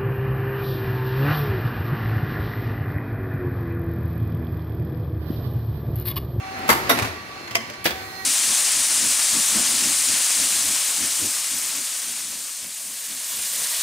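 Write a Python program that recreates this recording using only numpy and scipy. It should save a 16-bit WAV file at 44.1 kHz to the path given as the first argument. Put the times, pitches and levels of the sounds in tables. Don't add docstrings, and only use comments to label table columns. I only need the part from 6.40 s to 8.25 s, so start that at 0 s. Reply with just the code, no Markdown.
import sys
import numpy as np
from scipy import signal
from scipy.fft import rfft, irfft, next_fast_len
from scipy.io import wavfile
from scipy.ndimage import uniform_filter1d, map_coordinates

SR = 44100
rng = np.random.default_rng(int(sys.argv[2]) if len(sys.argv) > 2 else 0)


def volts_from_decibels(level):
    exponent = np.asarray(level, float) / 20
    return 10 ** exponent


def file_out(sig):
    cols = np.atleast_2d(sig).T
    lim = np.clip(cols, -1, 1)
    pcm = np.round(lim * 32767).astype(np.int16)
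    wavfile.write(sys.argv[1], SR, pcm)


N = 81585
TIME = np.arange(N) / SR
SIDE = np.array([[.5], [-.5]])


def unit(x):
    return x / np.sqrt(np.mean(x ** 2) + 1e-20)


def along(points, hz):
    f, v = np.transpose(points)
    return np.interp(np.log(hz + 1), np.log(f + 1), v)


def wobble(rate_hz):
    knots = rng.standard_normal(int(N * rate_hz / SR) + 4)
    return map_coordinates(knots, [TIME * rate_hz])


def filtered(x, response):
    m = next_fast_len(x.shape[-1] + 8192)
    spectrum = rfft(x, m) * response(np.fft.rfftfreq(m, 1 / SR))
    return irfft(spectrum, m)[..., :x.shape[-1]]


# frequency_hz, likeness
LIKENESS = [(25, 0.29), (150, 0.89), (300, 1), (600, 0.84), (2000, 0.075)]


def pair(n):
    def mid_and_side(hz):
        angle = np.arccos(np.clip(along(LIKENESS, hz), -1, 1)) / 2
        return np.array([np.cos(angle), np.sin(angle)])

    mid, side = filtered(rng.standard_normal((2, n)), mid_and_side)
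    return np.array([mid + side, mid - side])


def struck(contacts, tone, ring, ring_db, blow_db, pan_db):
    rise_s, grain_db = .001, 2
    shape = np.zeros(N)
    for start_s, level_db, clatter_s, t60_s in contacts:
        dying = np.clip(TIME - start_s - clatter_s, 0, 1) / t60_s
        shape += volts_from_decibels(level_db - 60 * dying) * np.clip((TIME - start_s) / rise_s, 0, 1)
    impacts = shape * unit(pair(N) * volts_from_decibels(grain_db * wobble(900)))
    for start_s, level_db, _, _ in contacts:
        impacts[:, round((start_s + rise_s) * SR)] += volts_from_decibels(level_db + blow_db)

    def body(f):
        rung = 0
        for k, (hz, width, db) in enumerate(ring):
            resonance = 1j * f * width / (hz * hz - f * f + 1j * f * width)
            rung = rung + volts_from_decibels(db) * resonance * (-1) ** k
        return volts_from_decibels(along(tone, f)) + volts_from_decibels(ring_db) * rung

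    body_rms = np.sqrt(np.mean(np.abs(body(np.arange(1, SR // 2, 8))) ** 2))
    return volts_from_decibels(pan_db * SIDE) * filtered(impacts, body) / body_rms


# start_s, level_db, clatter_s, t60_s
THROW_HITS = [
    (.279, -30, 0.02, 0.11),
    (.290, -10, 0.012, 0.21),
]
# frequency_hz, level_db
THROW_COLOUR = [(30, -42), (150, -13.5), (520, -12), (1150, -4), (2800, -17), (7500, -22), (12700, -22),
                (16600, -28)]
# pitch_hz, width_hz, level_db
THROW_MODES = [(670, 25, -2.5), (928, 20, 4.5), (1296, 27, 2.5), (1560, 27, -1), (2070, 100, -8.5),
               (4550, 45, -7), (6580, 70, -31), (9450, 34, -9), (11300, 110, -22), (12300, 130, -8),
               (13530, 60, -23)]


def lever_throw():
    return struck(THROW_HITS, THROW_COLOUR, THROW_MODES, ring_db=-1.0, blow_db=19.0, pan_db=0.72)


# start_s, level_db, clatter_s, t60_s
RETURN_HITS = [
    (.4915, -26, 0.0027, 0.037),
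    (.4945, -13.5, 0.02, 0.13),
]
# frequency_hz, level_db
RETURN_COLOUR = [(30, -45), (300, -8.5), (1500, -10), (5000, -20.5), (7200, -27.5), (12400, -18.5),
                 (16600, -34)]
# pitch_hz, width_hz, level_db
RETURN_MODES = [(680, 30, -2), (1097, 31, 2.5), (1392, 63, -7.5), (1977, 71, 0.5), (3750, 91, -7),
                (5700, 60, -6.5), (8900, 26, -29), (10900, 110, -27), (11050, 80, -15), (13200, 150, -6),
                (13260, 60, -23)]


def lever_return():
    return struck(RETURN_HITS, RETURN_COLOUR, RETURN_MODES, ring_db=-1.5, blow_db=18, pan_db=-0.39)


# start_s, level_db, clatter_s, t60_s
SLIDE_HITS = [
    (.545, -29.5, 0.013, 0.089),
    (.572, -26.5, .008, 0.067),
    (.587, -22, 0.0034, 0.04),
    (.595, -25, .005, 0.075),
    (.6215, -22.5, .008, 0.067),
    (.645, -29.5, 0.014, 0.1),
    (.672, -35.5, 0.0053, 0.092),
]
# frequency_hz, level_db
SLIDE_COLOUR = [(30, -45), (150, -2), (700, -7.5), (2400, -3.5), (3600, -11.5), (9000, -18.5),
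                (13000, -19.5), (16600, -30)]
# pitch_hz, width_hz, level_db
SLIDE_MODES = [(730, 180, 2.5), (1540, 120, -15), (2410, 170, -5.5), (3100, 200, -4), (4050, 210, -11)]


def slide():
    return struck(SLIDE_HITS, SLIDE_COLOUR, SLIDE_MODES, ring_db=-5.5, blow_db=6, pan_db=0.35)


# start_s, level_db, clatter_s, t60_s
SHUT_HITS = [
    (1.4545, -13.5, 0.0059, 0.15),
    (1.505, -28.5, 0.004, 0.079),
]
# frequency_hz, level_db
SHUT_COLOUR = [(30, -22), (450, -4), (1200, -7.5), (3000, -7.5), (7000, -18), (13000, -23.5),
               (16600, -14.5)]
# pitch_hz, width_hz, level_db
SHUT_MODES = [(320, 20, -10.5), (564, 68, 1.5), (1700, 79, -2), (2270, 120, 1.5), (3390, 100, -13),
              (4060, 130, -3.5), (4780, 100, -17), (11700, 120, -8.5)]


def valve_shut():
    return struck(SHUT_HITS, SHUT_COLOUR, SHUT_MODES, ring_db=0.5, blow_db=10.5, pan_db=0.5)


# start_s, level_db, clatter_s, t60_s
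CATCH_HITS = [
    (.169, -47, 0.016, .1),
    (1.109, -32, 0.0031, 0.13),
    (1.075, -36, 0.0036, .06),
    (1.215, -52, .004, 0.054),
    (1.299, -30.5, 0.0037, 0.042),
    (1.335, -38, 0.007, 0.065),
]
SNAP_HITS = [
    (1.1485, -25, 0.0026, 0.027),
    (1.1528, -10, 0.0022, 0.012),
    (1.157, -22.5, 0.0044, 0.034),
    (1.164, -26, 0.0056, 0.067),
]
# frequency_hz, level_db
CATCH_COLOUR = [(30, -59), (900, -10), (2200, -4), (5500, -17), (9000, -20.5), (16600, -23)]
SNAP_COLOUR = [(30, -48), (250, -10), (900, -13.5), (2300, -3), (4200, -14), (6500, -13), (10000, -19.5),
               (16600, -23)]
# pitch_hz, width_hz, level_db
CATCH_MODES = [(681, 42, -1.5), (1116, 36, 4), (2090, 170, -2.5), (2425, 69, 0.5), (3120, 26, -2),
               (5090, 88, 0), (6030, 150, -11.5), (7070, 300, -7.5)]


def catch():
    ticks = struck(CATCH_HITS, CATCH_COLOUR, CATCH_MODES, ring_db=-0.5, blow_db=16, pan_db=-.6)
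    snap = struck(SNAP_HITS, SNAP_COLOUR, CATCH_MODES, ring_db=2.5, blow_db=8, pan_db=0.94)
    return ticks + snap


# start_s, level_db, clatter_s, t60_s
SCRAPE_HITS = [
    (.188, -42, 0.0037, 0.029),
    (.279, -33, 0.0048, .03),
    (.587, -41, 0.0024, 0.02),
    (1.442, -25, 0.019, 0.059),
]
# frequency_hz, level_db
SCRAPE_COLOUR = [(50, -70), (2200, 2.5), (7200, -9), (13300, -1), (16600, -11)]


def scrape():
    return struck(SCRAPE_HITS, SCRAPE_COLOUR, [], ring_db=0, blow_db=-3, pan_db=-.6)


def swelling_tones(tones):
    out = np.zeros(N)
    for start_s, pitch_hz, level_db, swell_s, t60_s in tones:
        t = np.clip(TIME - start_s, 0, None)
        level = volts_from_decibels(level_db - 60 * t / t60_s + 2.5 * wobble(44.1))
        swell = 1 - np.exp(-(t / swell_s) ** 2)
        out += level * swell * np.sin(2 * np.pi * pitch_hz * t)
    return out


# start_s, pitch_hz, level_db, swell_s, t60_s
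BAR_TONES = [(.291, 922, -17, 0.0034, .3), (.293, 1276, -22, 0.0068, .15), (.36, 374, -35, .03, 1.2),
             (.305, 133, -24.5, 0.0095, 0.12), (.4912, 540, -20, 0.0005, 0.022),
             (.495, 1375, -12, 0.0026, 0.086), (.498, 1097, -20, 0.007, 0.14),
             (.582, 810, -18, 0.0044, 0.065), (.622, 1163, -24, 0.0025, 0.091), (.65, 840, -31, .003, .07),
             (1.09, 113.5, -32, 0.043, 0.37), (1.153, 686, -24, 0.0026, 0.061),
             (1.155, 1079, -28.5, 0.0053, 0.2), (1.154, 2070, -29, .0015, 0.041),
             (1.155, 358, -33, 0.0043, .2), (1.155, 474, -33, .004, 0.17), (1.157, 571, -36, 0.0048, 0.18),
             (1.298, 594, -32, .004, 0.11), (1.455, 326, -17, 0.002, 0.12), (1.456, 1633, -22, .002, .09),
             (1.456, 2020, -22, .0015, .05), (1.462, 3340, -27, .004, .08), (1.505, 1940, -22, .002, .045),
             (1.511, 338, -27, 0.0025, .07), (1.51, 3360, -31, .003, .08), (1.522, 780, -28, .003, .06)]


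def linkage_bars():
    return swelling_tones(BAR_TONES)


# start_s, pitch_hz, level_db, swell_s, t60_s
MORE_TONES = [(.13, 239.4, -40, 0.036, 0.82), (.295, 74, -29, 0.017, .25), (0.31, 213, -23.5, 0.016, 0.14),
              (0.331, 345, -26, 0.02, 0.3), (.503, 255.2, -9, 0.019, 0.15), (0.504, 220, -23, 0.05, 0.1),
              (0.564, 263, -18.5, 0.005, 0.084), (0.576, 115, -27, 0.0083, 0.092),
              (0.613, 110.3, -17.5, 0.012, 0.15), (0.671, 85.2, -30, 0.042, 0.36),
              (1.17, 227, -32.5, 0.0079, 0.3), (1.4543, 542, -20.5, 0.0031, 0.059),
              (1.456, 170, -35, 0.0049, 0.13), (1.492, 73, -32.5, 0.024, 0.26)]


def more_struck_tones():
    return swelling_tones(MORE_TONES)


LOAD_S, LOAD_RISE_S = 1.5, .06


def pump_load():
    return np.clip((TIME - LOAD_S) / LOAD_RISE_S, 0, 1)


def tooth_phase():
    idle_hz, loaded_hz = 383, 381.8
    return 2 * np.pi * np.cumsum(idle_hz + (loaded_hz - idle_hz) * pump_load()) / SR


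# order, idle_db, loaded_db, left_over_right_db, left_lead_rad
TOOTH_HARMONICS = [(1, -59, -54, 6.5, 0.75), (2, -53.5, -43, -1, 1.45), (3, -50, -51, 2.5, -0.17),
                   (4, -56.5, -52, -14, 2.1), (5, -56, -42.5, -13, -1.56), (6, -55, -51.5, -12, 1.1),
                   (7, -54.5, -58, -11, -0.59), (11, -57, -47.5, -12.5, 1.45), (17, -65, -56, 9, -1.3)]


def pump():
    load, phase = pump_load(), tooth_phase()
    swell_db = 10 * load * (TIME - TIME[-1]) / (TIME[-1] - LOAD_S)
    out = np.zeros((2, N))
    for order, idle_db, loaded_db, pan_db, lead in TOOTH_HARMONICS:
        level = idle_db + (loaded_db - idle_db) * load + pan_db * SIDE
        level = level + (order > 4) * swell_db + 2.3 * wobble(7.04) + 2.36 * wobble(35)
        angle = order * phase + lead * SIDE + 0.3 * wobble(20) + rng.uniform(0, 2 * np.pi)
        out += volts_from_decibels(level) * np.sqrt(2) * np.sin(angle)
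    return out


def lever_buzz():
    level_db, free_s, grows_db, t60_s = -32, 0.36, 3, 1.4
    level = level_db + grows_db * np.clip(TIME / 0.23 - 1, -1, 0) + 1.06 * wobble(13.0) + 1.5 * wobble(27.7)
    level = level - 60 * np.clip(TIME - free_s, 0, 2) / t60_s
    return volts_from_decibels(level) * np.sin(2 * tooth_phase() + 1.58 * SIDE)


def drone(level, tone, patchy_db):
    z = signal.stft(pair(N + 512), nperseg=512)[2]
    patches = uniform_filter1d(rng.standard_normal(z.shape[1:]), size=5, axis=0)
    patches = uniform_filter1d(patches, size=10, axis=1)
    noise = signal.istft(z * volts_from_decibels(patchy_db * unit(patches)), nperseg=512)[1][:, :N]
    coloured = unit(filtered(noise, lambda hz: volts_from_decibels(along(tone, hz))))
    return volts_from_decibels(np.interp(TIME, *np.transpose(level))) * coloured


# time_s, level_db
OIL_LEVEL = [(0, -76), (1.45, -85), (1.55, -48.5), (1.85, -46)]
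# frequency_hz, level_db
OIL_COLOUR = [(3000, -23), (9000, -2), (14500, -3), (16600, -6.5)]


def oil():
    return drone(OIL_LEVEL, OIL_COLOUR, patchy_db=2.0)


# time_s, level_db
HUM_LEVEL = [(0, -39), (.2, -32.5), (.27, -31.5), (.45, -29.5), (.65, -29.5), (.8, -39.5), (1.05, -37.5),
             (1.2, -38.5), (1.42, -40), (1.55, -38.5), (1.85, -40)]
# frequency_hz, level_db
HUM_COLOUR = [(15, -32), (90, -3), (170, -7.5), (330, -4), (500, -9), (750, -6), (2300, -7.5),
              (3300, -18.5), (6000, -31.5)]


def motor_hum():
    return drone(HUM_LEVEL, HUM_COLOUR, patchy_db=1.15)


# time_s, level_db
HISS_LEVEL = [(0, -49.5), (.3, -41.5), (.65, -37), (.75, -46), (1.05, -46), (1.2, -46.5), (1.42, -47),
              (1.55, -44.5), (1.85, -43.5)]
# frequency_hz, level_db
HISS_COLOUR = [(1500, -48), (3000, -6.5), (4500, -3), (6500, -9.5), (8000, -18.5), (11600, -14.5),
               (13500, -36), (16600, -40)]


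def hiss():
    return drone(HISS_LEVEL, HISS_COLOUR, patchy_db=2.0)


# frequency_hz, t60_s
ROOM_DECAY = [(100, 0.96), (1000, 0.81), (4000, 0.79), (12000, 0.59)]


def room(x):
    hz, t, z = signal.stft(pair(SR), SR, nperseg=256)
    decay = volts_from_decibels(-60 * t / along(ROOM_DECAY, hz)[:, None])
    tail = signal.istft(z * decay, SR, nperseg=256)[1]
    tail = tail / np.linalg.norm(tail[0])
    delayed = np.pad(x, (300, 0))[None]
    return volts_from_decibels(-12) * signal.fftconvolve(delayed, tail, axes=1)[:, :N]


# frequency_hz, left_over_right_db
PORT_BALANCE = [(60, 4), (240, 6.5), (950, -0.5), (3770, -3), (15000, 0)]


def scene():
    blows = lever_throw() + lever_return() + slide() + valve_shut() + catch() + scrape()
    blows = blows + linkage_bars() + more_struck_tones()
    near = blows + oil() + motor_hum() + hiss()

    def ports(hz):
        left_leads_s = 0.0002623
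        return volts_from_decibels(SIDE * along(PORT_BALANCE, hz)) * np.exp(2j * np.pi * hz * SIDE * left_leads_s)

    return filtered(near + room(blows[0]), ports) + pump() + lever_buzz()


def band_limit(x):
    return signal.sosfilt(signal.butter(12, 16640, fs=SR, output="sos"), x)


# frequency_hz, level_db
TOP_ROLL_OFF = [(15700, 0), (15950, -32), (16600, -38), (16650, -120)]


def record(dry):
    ceiling = .95
    held = dry / (1 + np.abs(dry / ceiling) ** 4) ** (1 / 4)
    finished = filtered(held, lambda hz: volts_from_decibels(along(TOP_ROLL_OFF, hz)))
    return band_limit(finished)


dry = scene()
out = record(dry)
file_out(out)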